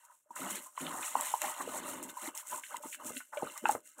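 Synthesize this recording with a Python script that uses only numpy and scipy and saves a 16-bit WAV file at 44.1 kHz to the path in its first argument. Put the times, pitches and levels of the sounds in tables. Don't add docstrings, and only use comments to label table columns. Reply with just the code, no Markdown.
import sys
import numpy as np
from scipy import signal
from scipy.fft import rfft, irfft
from scipy.io import wavfile
from scipy.ndimage import uniform_filter1d

SR = 44100
rng = np.random.default_rng(int(sys.argv[2]) if len(sys.argv) > 2 else 0)


def inscribe(sig):
    pcm = np.round(np.clip(np.atleast_2d(sig).T, -1, 1) * 32767)
    wavfile.write(sys.argv[1], SR, pcm.astype(np.int16))


N = 176400

# frequency in Hz, relative level in dB.
AIR_TONE = [(25, 2), (600, -2), (4800, -30), (15000, -9)]
DRUM_TONE = [(30, -23), (70, -17), (120, -11.5), (165, -8), (260, 6), (340, 3.5), (430, -5.5), (600, -1.5),
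             (1000, -46)]
SLOSH_TONE = [(250, -58), (450, -18.5), (600, -1), (700, -2), (900, 2), (1050, 1.5), (1250, -1.5),
              (1550, -10.5), (1900, -7.5), (3000, -45)]
SPLATTER_TONE = [(1000, -29), (1600, -6.5), (1800, -5), (2000, 0.5), (2350, -6.5), (2800, -3), (3300, -7.5),
                 (3850, -6), (4400, -10), (6500, -34)]
SPRAY_TONE = [(2500, -13), (4000, -17), (4850, -15.5), (6200, -9), (6900, -2.5), (7600, -1.5), (8700, -1.5),
              (9400, -7.5), (10100, -5), (11400, -10.5), (12800, -8), (13800, -11.5), (15300, -12.5)]
# time in seconds, relative level in dB.
DRUM_LEVEL = [(0.282, -100), (0.311, -65), (0.332, -82), (0.41, -53), (0.591, -60), (0.711, -89),
              (0.781, -86), (0.817, -50.5), (1.01, -58), (1.085, -80), (1.165, -57), (1.404, -85),
              (1.424, -60.5), (1.479, -58.5), (1.554, -77), (1.599, -55.5), (2.028, -53), (2.118, -60),
              (2.207, -92), (2.223, -57), (2.287, -61), (2.44, -93.5), (2.541, -56.5), (2.651, -87.5),
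              (2.761, -64), (2.821, -74), (2.858, -53.5), (2.931, -81), (3.06, -55.5), (3.178, -64.5),
              (3.24, -99), (3.445, -53.5), (3.604, -81), (3.633, -53.5), (3.755, -52.5), (3.81, -73),
              (3.95, -94), (3.993, -60.5)]
SLOSH_LEVEL = [(0.002, -71), (0.12, -62.5), (0.227, -94), (0.376, -50), (0.456, -40.5), (0.641, -60.5),
               (0.671, -57.5), (0.721, -75), (0.801, -49.5), (0.935, -41), (1.055, -44.5), (1.125, -51.5),
               (1.19, -38), (1.404, -55), (1.419, -40), (1.484, -39.5), (1.564, -48), (1.608, -37),
               (1.653, -51), (1.759, -40.5), (1.823, -50), (1.858, -43.5), (2.128, -55.5), (2.289, -45),
               (2.332, -65), (2.348, -52), (2.502, -61), (2.529, -40.5), (2.677, -72), (2.718, -45),
               (2.826, -63.5), (2.842, -47), (2.975, -80), (2.994, -49.5), (3.115, -50), (3.199, -86.5),
               (3.312, -84.5), (3.329, -46.5), (3.47, -48), (3.517, -60), (3.57, -50.5), (3.609, -65.5),
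               (3.697, -38), (3.776, -56.5), (3.81, -82), (3.945, -86), (3.993, -49.5)]
SPLATTER_LEVEL = [(0.002, -71), (0.292, -100), (0.355, -68), (0.368, -53.5), (0.573, -47.5), (0.736, -93),
                  (0.777, -51), (0.895, -51), (1.01, -64), (1.029, -45.5), (1.125, -54), (1.275, -46.5),
                  (1.379, -59), (1.449, -46), (1.569, -55.5), (1.898, -52.5), (2.083, -61.5), (2.098, -51),
                  (2.133, -68.5), (2.273, -46), (2.332, -72), (2.357, -58.5), (2.407, -55), (2.432, -72),
                  (2.527, -52), (2.627, -69), (2.661, -55.5), (2.686, -61), (2.768, -51), (2.796, -79),
                  (2.856, -58), (2.901, -76), (2.94, -50), (2.971, -66), (3.18, -55), (3.29, -80.5),
                  (3.37, -66.5), (3.495, -53), (3.546, -62), (3.583, -51), (3.609, -66), (3.695, -47.5),
                  (3.82, -82.5), (3.864, -66), (3.979, -78)]
SPRAY_LEVEL = [(0.036, -68), (0.055, -59.5), (0.072, -74.5), (0.138, -66), (0.287, -85.5), (0.312, -64.5),
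               (0.352, -67), (0.358, -45.5), (0.491, -47.5), (0.506, -38), (0.546, -47.5), (0.558, -39),
               (0.596, -52.5), (0.666, -51.5), (0.701, -64), (0.746, -64), (0.816, -42.5), (0.851, -51),
               (1.045, -43), (1.054, -38), (1.135, -48), (1.26, -39.5), (1.399, -48), (1.434, -41),
               (1.514, -42.5), (1.554, -53.5), (1.625, -43), (1.644, -55), (1.78, -41), (1.818, -57),
               (1.893, -42.5), (2.025, -58.5), (2.036, -45), (2.078, -60), (2.1, -46), (2.133, -63),
               (2.168, -52.5), (2.275, -42), (2.318, -65), (2.346, -66.5), (2.352, -44.5), (2.408, -46.5),
               (2.441, -64.5), (2.476, -45.5), (2.582, -43.5), (2.617, -60), (2.64, -51.5), (2.77, -54.5),
               (2.796, -71), (2.829, -52.5), (2.953, -45.5), (2.976, -66), (3.026, -59), (3.074, -39),
               (3.12, -53), (3.178, -44), (3.23, -60.5), (3.315, -69), (3.345, -54), (3.565, -53.5),
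               (3.584, -48), (3.614, -61.5), (3.722, -40), (3.825, -74), (3.864, -55), (3.973, -70),
               (3.985, -54)]
# frequency in Hz, seconds to fade by 60 dB.
PEN_DECAY = [(150, 0.12), (600, 0.11), (1200, 0.11), (3000, 0.11), (8000, 0.045), (15000, 0.18)]
# delay in seconds, level in dB.
WALL_ECHOES = [(.0128, -17.5), (.027, -21.5)]
# pitch in Hz, width in Hz, level in dB.
BASIN_NOTES = [(324, 49, -16.5), (616.6, 28, 0), (998, 190, -2.5), (1283, 130, -0.5), (1466, 103, 4.5),
               (2085, 44, -5), (2739, 41, 4), (2979, 34, 2.5), (4050, 35, -4.5)]
# start in seconds, peak level in dB.
TICKS = [(0.051, -47), (1.21, -20), (1.4177, -18.5), (2.028, -30), (2.039, -32), (2.351, -32), (2.376, -24),
         (2.391, -43), (2.768, -27.5), (3.577, -28.5), (3.983, -51), (3.687, -26.5), (3.711, -24.5)]
# start in seconds, peak level in dB, pitch in Hz, fade time in seconds.
SLAPS = [(.363, -34, 1250, 0.0052), (0.867, -28, 3200, 0.0013), (1.417, -31, 2370, 0.0068),
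         (2.636, -35.5, 2240, .005), (2.927, -37.5, 2340, 0.0062), (2.946, -36.5, 2150, .003),
         (3.168, -31.5, 3260, .0029), (3.204, -37.5, 1430, .0043), (3.333, -33, 1010, 0.0043),
         (3.3726, -34, 2280, .005), (3.656, -26, 1380, 0.0056), (3.751, -33, 1205, 0.0033)]
# start in seconds, level in dB, pitch in Hz, length in seconds.
PLOPS = [(0.034, -58, 942, 0.026), (0.098, -55, 994, 0.019), (0.259, -67.5, 601, .03),
         (0.306, -40.5, 948, 0.015), (0.4, -48.5, 270, 0.046), (.435, -45, 201, .07),
         (.515, -47, 205, 0.067), (0.662, -48.5, 1052, 0.02), (0.7768, -29, 1057, 0.0064),
         (.806, -43, 267, 0.051), (0.811, -49.5, 165, 0.14), (1.1537, -15, 940, 0.0046),
         (1.3388, -18.5, 922, .0064), (1.436, -31.5, 810, 0.0042), (1.442, -31.5, 813, 0.014),
         (1.675, -29.5, 523, 0.0058), (2.169, -36, 995, 0.014), (2.277, -37.5, 303, 0.019),
         (2.521, -39.5, 1006, 0.038), (2.582, -38.5, 980, .01), (2.743, -31.5, 953, 0.012),
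         (2.802, -51.5, 594, 0.032), (2.836, -42.5, 903, 0.025), (3.047, -47, 236, 0.03),
         (3.105, -25, 424, 0.0024), (3.161, -43.5, 266.5, 0.024), (3.37, -32, 591, 0.023),
         (3.4228, -28.5, 816, 0.0079), (3.4297, -19.5, 450, 0.0035), (3.428, -48.5, 184, 0.018),
         (3.471, -35, 1260, 0.0068), (3.559, -44, 1170, .014), (3.639, -29.5, 387, 0.0055),
         (3.6543, -22, 884, 0.0092), (3.655, -18.5, 1478, 0.0049), (3.6556, -25.5, 2680, .0045),
         (3.692, -16, 848, 0.01), (3.75, -22.5, 576, 0.0034), (3.885, -71, 1300, 0.073)]

TIME = np.arange(N) / SR


def amp(db):
    return 10 ** (np.asarray(db) / 20)


def unit(x):
    return x / np.sqrt(np.mean(x ** 2) + 1e-20)


def look_up(points, hz):
    row_hz, value = np.transpose(points)
    return np.interp(np.log(hz + 1), np.log(row_hz + 1), value)


def add(mix, start_s, sound):
    part = mix[max(round(start_s * SR), 0):][:len(sound)]
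    part += sound[:len(part)]


def colour(x, tone, size=4096):
    hz = abs(np.fft.fftfreq(size, 1 / SR))
    closed = [(tone[0][0] / 2, tone[0][1] - 20), *tone, (tone[-1][0] * 2, tone[-1][1] - 20)]
    log_gain = np.log(amp(look_up(closed, hz)))
    taps = np.fft.ifft(np.exp(np.conj(signal.hilbert(log_gain)))).real
    return signal.oaconvolve(x, taps[:size // 2])[:len(x)]


def low_cut(x, hz):
    return signal.sosfilt(signal.butter(2, hz, "high", fs=SR, output="sos"), x)


def local_power(x, size=1800):
    return abs(uniform_filter1d(uniform_filter1d(x ** 2, size), size))


def air(level_db=-97):
    return amp(level_db) * unit(colour(rng.standard_normal(N), AIR_TONE))


def wall_echoes(x):
    out = x.copy()
    for delay, db in WALL_ECHOES:
        add(out, delay, amp(db) * x)
    return out


def pen(x, tail_db, gap=20):
    reflections = np.zeros(SR)
    slots = np.arange(SR // 200, SR - gap, gap)
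    reflections[slots + rng.integers(0, gap, len(slots))] = rng.choice([-1., 1.], len(slots))
    hz, t, spectrum = signal.stft(reflections, SR, nperseg=256)
    fade = amp(-60 * t / look_up(PEN_DECAY, hz)[:, None])
    tail = signal.istft(spectrum * fade, SR, nperseg=256)[1]
    return x + amp(tail_db) * signal.oaconvolve(x, tail / np.linalg.norm(tail))[:N]


def basin(x, direct=1):
    out = direct * x
    for hz, width, db in BASIN_NOTES:
        out = out + amp(db) * signal.lfilter(*signal.iirpeak(hz, hz / width, SR), x)
    return out


def ticks(fade_s=.0014, size=1024):
    out, t = np.zeros(N), np.arange(size) / SR
    for start, db in TICKS:
        tick = colour(rng.standard_normal(size) * np.exp(-t / fade_s), SPRAY_TONE)
        add(out, start, amp(db) * tick / abs(tick).max())
    return out


def slaps(width_octaves=0.51, crater_gain=0.5, size=4096):
    out, t, hz = np.zeros(N), np.arange(size) / SR, np.fft.rfftfreq(size, 1 / SR)
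    for start, db, pitch, fade_s in SLAPS:
        band = np.exp(-.5 * (np.log2((hz + 1) / pitch) / width_octaves) ** 2) / (1 + (hz / 4500) ** 10)
        noise = unit(irfft(rfft(rng.standard_normal(size)) * band))
        crater = crater_gain * np.sin(2 * np.pi * pitch * t)
        envelope = (1 - np.exp(-t * pitch * 2)) * np.exp(-t / fade_s)
        smack = low_cut(basin((noise + crater) * envelope), hz=200)
        add(out, start, amp(db) * smack / abs(smack).max())
    return out


def plops(swell_cycles=1.51, rise=0.024):
    out = np.zeros(N)
    for start, db, hz, length in PLOPS:
        progress = np.arange(0, length, 1 / SR) / length
        cycles = hz * length * (progress + rise * (progress ** 2 - progress))
        swell = np.sin(np.pi / 2 * np.minimum(cycles / swell_cycles, 1))
        fade = np.cos(np.pi / 2 * progress ** 2) ** 2
        add(out, start, amp(db) * swell * fade * np.sin(2 * np.pi * cycles))
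    return low_cut(out, hz=130)


def impact_share(breakup_s=2.1, rope_share=.5):
    return np.where(TIME < breakup_s, 1, rope_share)


def shower(low_hz, high_hz, sheet_per_s, ring_cycles, spread_db, pitches=36):
    out, rate = np.zeros(N), sheet_per_s * impact_share()
    for hz in np.geomspace(low_hz, high_hz, pitches):
        hits = np.flatnonzero(rng.random(N) < rate / pitches / SR)
        sizes = rng.standard_exponential(N)[hits]
        cycles = np.arange(0, 2 * ring_cycles, hz / SR)
        envelope = (1 - np.exp(-2 * cycles)) * np.exp(-np.pi * cycles / ring_cycles)
        ring = np.sin(2 * np.pi * cycles) * envelope
        for hit, size in zip(hits, sizes):
            add(out, hit / SR, ring * amp(spread_db * min(size, 4)) * hz / low_hz)
    return out


def droplets(sheet_per_s, spread_db, wash, fade_s=.002):
    sizes = np.minimum(rng.standard_exponential(N), 5)
    hits = rng.random(N) < sheet_per_s * impact_share() / SR
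    power = signal.lfilter([1], [1, -np.exp(-2 / (fade_s * SR))], amp(2 * spread_db * sizes) * hits)
    return np.sqrt(power / power.mean() + wash) * rng.standard_normal(N)


def spray():
    bursts = droplets(sheet_per_s=1500, spread_db=3.1, wash=.3)
    pips = shower(5500, 13000, sheet_per_s=1500, ring_cycles=14, spread_db=2.8)
    hiss = colour(unit(bursts) + .5 * unit(pips), SPRAY_TONE)
    db = np.interp(TIME, *np.transpose(SPRAY_LEVEL))
    return hiss / np.sqrt(local_power(hiss)) * amp(db)


def flow(impacts, tone, levels, gain_db):
    db = np.interp(TIME, *np.transpose(levels))
    direct = impact_share() * amp(8.5 + 1.09 * (db - db.max()))
    water = colour(basin(impacts, direct), tone)
    power = local_power(water)
    steady = water / np.sqrt(power + 1e-5 * power.mean())
    return steady * amp(gain_db + db)


def pour():
    thuds = shower(50.2, 755, sheet_per_s=1300, ring_cycles=4, spread_db=2.0)
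    gurgles = shower(408.3, 2210, sheet_per_s=1800, ring_cycles=13.6, spread_db=3.5)
    splashes = shower(1305, 5364, sheet_per_s=1900, ring_cycles=29.0, spread_db=3.0)
    drum = flow(thuds, DRUM_TONE, DRUM_LEVEL, gain_db=3.5)
    slosh = flow(gurgles, SLOSH_TONE, SLOSH_LEVEL, gain_db=-2)
    splatter = flow(splashes, SPLATTER_TONE, SPLATTER_LEVEL, gain_db=-1)
    return drum + slosh + splatter + spray()


def scene():
    blows = wall_echoes(plops() + slaps() + ticks())
    return (air() + pen(pour(), tail_db=-15) + pen(blows, tail_db=-9.5))[None]


def record(dry):
    notch_hz, notch_width_hz, top_hz = 4813, 570, 15800
    notched = signal.lfilter(*signal.iirnotch(notch_hz, notch_hz / notch_width_hz, SR), dry)
    high_cut = signal.firwin(511, top_hz, window=("kaiser", 9), fs=SR)
    return signal.oaconvolve(notched, high_cut[None], "same")


dry = scene()
out = record(dry)
inscribe(out)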